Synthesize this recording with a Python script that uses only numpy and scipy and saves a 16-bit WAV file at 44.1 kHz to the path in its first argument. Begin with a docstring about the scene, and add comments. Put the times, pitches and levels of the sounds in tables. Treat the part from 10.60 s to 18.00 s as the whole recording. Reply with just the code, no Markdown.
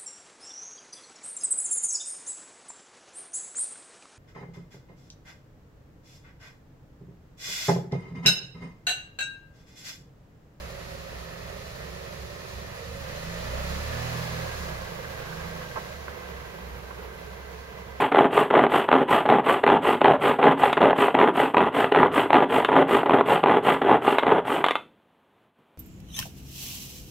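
"""A six-cylinder car idles unevenly on a gravel driveway: firing tones hum through pipe resonances,
while noise from fan, valve gear and belts rushes and hisses, and narrow hums come and go in faint wind.
It revs up and starts to back away from 2.6 s, with tread noise and bursts for small crunching stones.
A smaller push follows at about 4.9 s, near larger stone pops that snap, scrape and ring.
The revs then settle to idle as the car recedes, and the wind swells a little and eases at the end."""
import sys
import numpy as np
from scipy import signal
from scipy.fft import rfft, irfft, next_fast_len
from scipy.io import wavfile
from scipy.ndimage import map_coordinates

SR = 44100
rng = np.random.default_rng(int(sys.argv[2]) if len(sys.argv) > 2 else 0)


def pcm_store(signal):
    """Save signal as 16-bit PCM."""
    levels = np.round(np.clip(np.atleast_2d(signal), -1, 1) * 32767)
    wavfile.write(sys.argv[1], SR, levels.astype(np.int16).T)


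N = 326340

# crankshaft: idle, a rev, a small second push, idle again: (time [s], speed [turns/s])
CRANK_SPEED = [(0.0, 21.0), (0.49, 20.3), (1.13, 21.7), (2.02, 22.2), (2.29, 24.0), (2.74, 28.3),
               (2.92, 30.5), (3.32, 38.3), (3.56, 41.0), (3.81, 40.6), (4.0, 36.0), (4.22, 29.7),
               (4.45, 25.4), (4.9, 28.0), (5.21, 26.1), (5.48, 23.1), (6.02, 20.7), (6.49, 20.7),
               (6.84, 22.0), (7.4, 22.2)]
IDLE_TURNS_PER_S = 21
# accelerator: (middle of press [s], middle of release [s], depth if held long enough [0-1])
PRESSES = [(2.546, 3.875, 0.93), (4.5, 5.1, 0.95)]
PEDAL_S = 0.8  # time for a full pedal movement
# the car starts to roll, gathers pace, then backs away steadily
ROLL_START_S, ROLL_RAMP_S, PACE_M_PER_S = 2.6, 1.8, 1.0

# how engine sounds change, before finer changes: (base level at idle [dB],
# rise per doubling of engine speed [dB], change per metre away [dB], change with pedal fully down [dB])
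EXHAUST_LAW = (-49.5, 10, -2.5, 5)
RUSH_LAW = (-42.5, 3.5, -0.81, 2.5)
HISS_LAW = (-49, 7.5, -2.0, 1.5)
PULLEY_LAW = (-58, 9.5, -0.3, -2)

# exhaust tones: (multiple of crankshaft speed, relative level [dB], change with pedal fully down [dB])
EXHAUST_TONES = [(1.0, -1.5, -1.5), (2.0, 3.5, 3), (3.0, -0.95, 2), (4.0, 0.5, -1.5), (5.0, 2.5, -5.5),
                 (6.0, -3, 6.5), (7.0, -4.5, 4), (8.0, -2, 2), (12, -3, -1)]
# gain of pipe and underbody: (frequency [Hz], gain [dB])
PIPE_GAIN = [(21.0, -14), (26, -4.5), (33.0, -1.5), (45.0, -11.5), (54, -14.5), (62, -0.5), (71.0, -2),
             (81.0, -12), (89, -7.5), (103.0, -15.5), (114.0, -4.5), (123.0, -3), (133, -1.5), (145.0, -18),
             (157, -5.5), (166.0, 0), (176, -3.5), (190.0, -18), (240.0, -17), (290.0, -22.5), (380.0, -18),
             (480, -43)]
# swells and lulls of the firing tone: (time [s], change [dB])
THROBS = [(.03, 10.5), (.42, 8), (.56, 10), (.72, -2), (.92, 5), (1.1, -8), (1.28, 4), (1.45, -8),
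          (1.59, 8), (1.8, -10), (1.98, 12.5), (2.15, -12), (2.31, 12), (5.25, -12), (5.38, 3), (5.58, -6),
          (5.89, -10), (6.38, 2), (6.55, -6), (7.1, -12)]
THROB_S = 0.047  # from the middle of a throb until its dB change falls to 37%
ROUGH_DB = 1.0  # unevenness of the exhaust tones
FIRING_CLEAR_DB, CLEAR_M = 13.5, 2.7  # the firing tone stands out as the car comes clear of its place
# colour of the gas rumble: (frequency [Hz], relative level per Hz [dB])
RUMBLE_COLOUR = [(20, -34), (32, -26), (45, -6), (65, 2), (95, -4.5), (125, -6), (175, -5), (215, -11.5),
                 (290, -20.5), (600, -49)]
RUMBLE_DB_PER_M = -0.6  # it fades as the car backs away

# colour of the engine-bay rush: (frequency [Hz], relative level per Hz [dB])
RUSH_COLOUR = [(100, -9.5), (250, -6), (320, -5.5), (385, -2), (480, 1), (680, 2), (850, -5.5), (1200, -4),
               (1450, -6), (2000, -4.5), (2250, -8.5), (2700, -10.5), (3200, -12.5), (6000, -31)]
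# colour of the engine-bay hiss: (frequency [Hz], relative level per Hz [dB])
HISS_COLOUR = [(1200, -41), (2400, 0), (3200, -2), (4200, 1.5), (5500, -2), (7500, -4), (11000, -8),
               (13000, -15.5), (15500, -18.5)]
BRIGHTEN_DB, BRIGHTEN_HZ = 2.5, 750  # extra growth of the upper rush per doubling of speed
# main hollow resonance of the engine bay: (time [s], centre [Hz], lift [dB])
MAIN_HOLLOW = [(0, 570, 4), (2.4, 575, 5), (2.95, 598, 8.5), (3.4, 533, 1.5), (4.3, 510, 7),
               (4.75, 505, 2.5), (5.35, 510, 6), (5.7, 460, 8), (7.4, 445, 7)]
MAIN_WIDTH_HZ = 77
# shifting resonances: (parked centre [Hz], far centre [Hz], parked lift [dB], far lift [dB],
# width [Hz], distance for most of the shift [m])
HOLLOWS = [(1250, 960, 2.5, 5.5, 150, 2), (1820, 1586, 6, 10, 105, 0.36), (2030, 2015, 2.5, 8.5, 69, 2.2),
           (2500, 2480, 3, 1.5, 98, 1.0), (4110, 3970, 3, 1, 110, 1.0), (4850, 4650, 3, -1.5, 98, 1.0)]
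# copies from ground and parked cars: (delay at the start [s], delay at the end [s], gain [dB])
ECHOES = [(.0075, .0092, -18.5), (0.0137, .0112, -15.5), (.023, .026, -16)]
PULLEY_MULTIPLE = 19  # pulley tone cycles per crankshaft turn
# narrow hums at idle: (middle of fade-in [s], middle of fade-out [s], frequency [Hz], level before waver [dB])
HUMS = [(0, .8, 382.4, -57.5), (.09, .4, 555, -49), (.36, 0.518, 535, -49), (.58, 1.02, 547, -54.5),
        (1.15, 1.75, 463, -57.5), (1.28, 2.1, 371, -55), (1.36, 1.56, 545, -50.5), (1.65, 1.95, 579, -51.5),
        (2.18, 2.36, 469, -48.5), (2.2, 2.48, 554, -54)]
HUM_FADE_S, HUM_WAVER_DB = 0.094, 2

# strength of the breeze before its random drift: (time [s], level [dB])
BREEZE = [(0, -58.5), (6.6, -55.5), (7.2, -62)]
# colour of the wind: (frequency [Hz], relative level per Hz [dB])
WIND_COLOUR = [(14, -16), (24, 0), (36, 9), (200, -6.5), (1000, -4), (3000, -19), (7000, -27), (11000, -10),
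               (15500, -33)]
# colour of tread on grit: (frequency [Hz], relative level per Hz [dB])
TREAD_COLOUR = [(80, -21), (180, 7), (260, -13), (340, -0.5), (550, -0.5), (920, -0.5), (1300, -7.5),
                (1600, -11.5), (2300, -10), (6000, -26)]
TYRE_DB, TYRE_DB_PER_M = -43, -1.94  # level at full pace beside the parking place; change with distance
# stones under the tyres: (time [s], peak before the shared pop gain [dB], pitch [Hz],
# time to fade by 60 dB [s], width as a share of the pitch, length of the scrape [s])
STONES = [(4.445, -37.5, 1600, .04, .08, .004), (4.724, -38.5, 1550, .03, .1, .003),
          (5.014, -38, 1750, .04, .4, .012), (5.159, -32.5, 950, .06, 1.2, 0.017),
          (5.163, -32, 1060, .03, .07, .013), (5.176, -34, 620, .04, .5, 0.0055),
          (5.482, -28, 1300, .018, .9, 0), (5.484, -36, 1450, .12, .45, .002),
          (6.307, -37.5, 950, .05, 1.0, .008), (6.328, -39, 515, 0.053, 0.35, 0.0027),
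          (6.378, -42, 900, .04, .8, 0.00034), (6.402, -41, 1580, .04, .2, 0)]

# likeness of left and right: (frequency [Hz], likeness [0-1])
ALIKE = [(150, 0.92), (280, 0.87), (380, 0.18), (520, 0.88), (750, 0.62), (1050, 0.22), (1800, 0.55),
         (3200, 0.14), (6300, 0.098), (8200, 1), (10000, 1), (11500, 0.059), (13000, 1)]
# stereo balance: (frequency [Hz], left minus right [dB])
BALANCE = [(30, -0.5), (150, -5.5), (250, 0), (370, -8.5), (700, -6.5), (900, -5), (1250, -5.5),
           (1750, -1.5), (2000, -3), (2900, -3.5), (3600, -.5), (7000, -0.5)]
# stereo phase: (frequency [Hz], lead of left over right [radians])
LEAD = [(30, 0.57), (120, 0.36), (220, -0.16), (300, -2.5), (480, -0.45), (800, -3.5), (1200, -8),
        (1600, -8), (2700, -8.5), (4000, -11), (6000, -11), (8000, -9.5), (10200, -9.5), (12700, -6.5)]
TOP_HZ = 15800


def amp(db):
    """Turns decibels into a multiplier."""
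    return 10 ** (np.asarray(db) / 20)


def unit(x):
    """Scales x to an average strength (rms) of 1."""
    return x / np.sqrt(np.mean(x ** 2) + 1e-20)


def along(points, hz):
    """Reads a curve of (frequency, value) points on a log frequency axis."""
    f, v = np.transpose(points)
    return np.interp(np.log(hz + 1), np.log(f + 1), v)


def curves(rows):
    """Gives one value per sample for each column after the time."""
    s, *cols = np.transpose(rows)
    return [np.interp(np.arange(N) / SR, s, c) for c in cols]


def wobble(rate):
    """Draws a smooth random curve through the given number of random points a second."""
    points = rng.standard_normal(int(N * rate / SR) + 4)
    return map_coordinates(points, [np.arange(N) * rate / SR])


def filtered(x, response):
    """Multiplies the spectrum of x by a response, which may be complex."""
    size = next_fast_len(N + SR // 2)
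    return irfft(rfft(x, size) * response(np.fft.rfftfreq(size, 1 / SR)), size)[..., :N]


def coloured(x, spectrum):
    """Shapes x by a gain curve and sets its rms to 1."""
    return unit(filtered(x, lambda hz: amp(along(spectrum, hz))))


def noise():
    """Makes white noise in two rows: direct and scattered sound."""
    return rng.standard_normal((2, N))


def tone(cycles):
    """Makes a sine of rms 1 that starts anywhere in its cycle."""
    return np.sqrt(2) * np.sin(2 * np.pi * (cycles + rng.random()))


def direct_only(x):
    """Places a sound in the direct row and leaves the scattered row silent."""
    return np.array([x, np.zeros(N)])


def pedal():
    """Tells how far the accelerator is down, 0-1; a short press may not reach its full depth."""
    t = np.arange(N) / SR
    return sum(depth * np.clip(.5 + np.minimum(t - down, up - t) / PEDAL_S, 0, 1)
               for down, up, depth in PRESSES)


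def motion():
    """Gives the car's share of its full pace, and the metres it has backed away."""
    pace = np.clip((np.arange(N) / SR - ROLL_START_S) / ROLL_RAMP_S, 0, 1)
    return pace, PACE_M_PER_S * np.cumsum(pace) / SR


def level(law, speed):
    """Finds the dB of an engine sound from revs, pedal and distance."""
    idle_db, per_doubling_db, per_metre_db, pedal_db = law
    revs_db = per_doubling_db * np.log2(speed / IDLE_TURNS_PER_S)
    return idle_db + revs_db + per_metre_db * motion()[1] + pedal_db * pedal()


def throbs():
    """Gives the dB by which the firing tone briefly swells or drops away."""
    t = np.arange(N) / SR
    return sum(db * np.exp(-((t - s) / THROB_S) ** 2) for s, db in THROBS)


def exhaust(speed, turns, rumble_db, rumble_growth):
    """Three firings a turn drive a tone; unequal cylinders add others that sweep through pipe resonances."""
    load_db = level(EXHAUST_LAW, speed)
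    metres = motion()[1]
    firing_db = FIRING_CLEAR_DB * np.clip(metres / CLEAR_M, 0, 1) + throbs()
    pressed = pedal()
    hum = np.zeros(N)
    for multiple, db, pedal_db in EXHAUST_TONES:
        level_db = load_db + db + pedal_db * pressed + along(PIPE_GAIN, multiple * speed)
        if multiple == 3:  # the firing tone
            level_db = level_db + firing_db
        hum += amp(level_db + ROUGH_DB * wobble(8)) * tone(multiple * turns)
    # turbulent gas rumbles too, and grows more slowly than the tones
    gas_db = rumble_db + rumble_growth * (load_db - load_db.mean()) + RUMBLE_DB_PER_M * metres
    rumble = amp(gas_db + wobble(6.5)) * coloured(noise(), RUMBLE_COLOUR)
    return rumble + direct_only(hum)


def machinery(turns, repeat, beat):
    """White clatter: a share repeats with each two-turn engine cycle, and all of it throbs with the cycle."""
    cycle = rng.standard_normal((2, SR // 10))
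    place = (turns / 2 % 1) * cycle.shape[1]
    repeating = cycle[:, place.astype(int) % cycle.shape[1]]
    throb = 1 + beat * (np.sin(np.pi * turns) + np.sin(2 * np.pi * turns))
    return throb * (np.sqrt(repeat) * repeating + np.sqrt(1 - repeat) * noise())


def hollow(x):
    """Lifts x around engine-bay resonances: the main one wanders, the others glide with distance."""
    hz, t, z = signal.stft(x, SR, nperseg=2048)
    metres = np.interp(t * SR, np.arange(N), motion()[1])

    def bell(centre, width):
        """A resonance's peak, with the given width at half its dB lift."""
        return 1 / (1 + (2 * (hz[:, None] - centre) / width) ** 2)

    s, main_hz, main_db = np.transpose(MAIN_HOLLOW)
    lift = np.interp(t, s, main_db) * bell(np.interp(t, s, main_hz), MAIN_WIDTH_HZ)
    for near_hz, far_hz, near_db, far_db, width_hz, shift_m in HOLLOWS:
        away = 1 - np.exp(-metres / shift_m)
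        centre_hz = near_hz + (far_hz - near_hz) * away
        lift = lift + (near_db + (far_db - near_db) * away) * bell(centre_hz, width_hz)
    return signal.istft(z * amp(lift), SR, nperseg=2048)[1][:, :N]


def echoed(x):
    """Adds delayed reflections whose paths change once the car moves."""
    now = np.arange(N)
    metres = motion()[1]
    out = x.copy()
    for start, end, db in ECHOES:
        delay_s = start + (end - start) * metres / metres[-1]
        then = np.round(now - SR * delay_s).astype(int)
        out += amp(db) * x[:, np.clip(then, 0, N - 1)]
    return out


def engine_bay(speed, turns):
    """Fan and valve gear rush under the bonnet, brighter at speed; belts and intake hiss above them."""
    clatter = coloured(echoed(hollow(machinery(turns, repeat=0.27, beat=0.025))), RUSH_COLOUR)
    upper = filtered(clatter, lambda hz: hz ** 4 / (hz ** 4 + BRIGHTEN_HZ ** 4))
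    brighten = amp(BRIGHTEN_DB * np.log2(speed / IDLE_TURNS_PER_S)) - 1
    clatter = clatter + brighten * upper
    rush = amp(level(RUSH_LAW, speed) + 0.69 * wobble(12)) * clatter
    fine = coloured(echoed(hollow(machinery(turns, repeat=0.27, beat=0.058))), HISS_COLOUR)
    hiss = amp(level(HISS_LAW, speed) + 0.59 * wobble(10)) * fine
    return rush + hiss


def whines(speed, turns, waver_db, drift):
    """A belt-driven pulley sings with the revs; at idle, narrow hums swell and fade in the engine bay."""
    t = np.arange(N) / SR
    out = amp(level(PULLEY_LAW, speed) + waver_db * wobble(5)) * tone(PULLEY_MULTIPLE * turns)
    for start, end, hz, db in HUMS:
        swell = np.clip(.5 + np.minimum(t - start, end - t) / HUM_FADE_S, 0, 1)
        drifting_cycles = hz * t + drift * wobble(10)
        out += swell * amp(db + HUM_WAVER_DB * wobble(11.9)) * tone(drifting_cycles)
    return direct_only(out)


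def wind():
    """A light breeze in the trees: coloured noise drifts in strength and eases at the end."""
    breeze_db, = curves(BREEZE)
    return amp(breeze_db + 0.9 * wobble(0.9)) * coloured(noise(), WIND_COLOUR)


def tyres(lumpy_db):
    """The tread grinds unevenly over packed grit: louder with pace, fainter with distance."""
    pace, metres = motion()
    level_db = TYRE_DB + TYRE_DB_PER_M * metres + lumpy_db * wobble(30)
    return np.sqrt(pace) * amp(level_db) * coloured(noise(), TREAD_COLOUR)


def small_stones(crunch_db, spread_db, count):
    """Scatters small stones over the time the car rolls, fainter with distance, in the columns of STONES."""
    times = rng.uniform(ROLL_START_S, N / SR, count)
    far_db = TYRE_DB_PER_M * np.interp(times * SR, np.arange(N), motion()[1])
    peak_db = crunch_db + far_db + spread_db * rng.standard_normal(count)
    pitch_hz = 1400 * np.exp(0.44 * rng.standard_normal(count))
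    fade_s, width, scrape_s = np.full(count, .02), np.full(count, .43), np.zeros(count)
    return np.column_stack([times, peak_db, pitch_hz, fade_s, width, scrape_s])


def gravel(pop_db, crunch_db, spread_db, snap, muffle_hz, count):
    """Each stone snaps, scrapes or fades at once, and rings around its pitch, muffled by the tyre."""
    small = small_stones(crunch_db, spread_db, count)
    t = np.arange(SR // 8) / SR
    hz = np.fft.rfftfreq(len(t), 1 / SR)
    # a steep low-pass
    tyre = 1 / (1 + 1j * np.sqrt(2) * hz / muffle_hz - (hz / muffle_hz) ** 2) ** 2
    out = np.zeros((2, N + SR))
    for s, db, pitch, t60, width, scrape_s in np.vstack([STONES, small]):
        fade = amp(-60 * np.maximum(t - scrape_s, 0) / max(t60, .002))
        burst = rng.standard_normal((2, len(t))) * fade
        burst[0, 0] += snap
        band = 1j * hz * pitch * width
        ring = band / (pitch ** 2 - hz ** 2 + band)
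        pop = irfft(rfft(burst) * ring * tyre, len(t))
        start = round(s * SR)
        out[:, start:start + len(t)] += amp(db + pop_db) * pop / np.abs(pop).max()
    return out[:, :N]


def stereo_image(pair):
    """Mixes direct and scattered sound into left and right, with balance and phase set by frequency."""
    def turn(hz):
        """Mixing angle: likeness 1 leaves only direct sound."""
        return np.arccos(np.clip(along(ALIKE, hz), 0, 1)) / 2

    direct, scattered = filtered(pair, lambda hz: np.array([np.cos(turn(hz)), np.sin(turn(hz))]))
    side = np.array([[.5], [-.5]])  # half of each difference goes to either side
    return filtered(np.array([direct + scattered, direct - scattered]),
                    lambda hz: amp(side * along(BALANCE, hz)) * np.exp(1j * side * along(LEAD, hz)))


def scene():
    """One crankshaft drives the engine sounds; wind, tyres and stones join them in stereo."""
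    speed, = curves(CRANK_SPEED)
    turns = np.cumsum(speed * (1 + .002 * wobble(9))) / SR
    pipe = exhaust(speed, turns, rumble_db=-47.5, rumble_growth=0.1)
    bay = engine_bay(speed, turns) + whines(speed, turns, waver_db=4.0, drift=0.14)
    breeze = wind()
    tread = tyres(lumpy_db=2.0)
    stones = gravel(pop_db=6.5, crunch_db=-43.5, spread_db=2.0, snap=11.0, muffle_hz=2200, count=160)
    return stereo_image(pipe + bay + breeze + tread + stones)


def record(dry):
    """Keeps only the frequencies below the top limit."""
    return filtered(dry, lambda hz: hz < TOP_HZ)


dry = scene()
out = record(dry)
pcm_store(out)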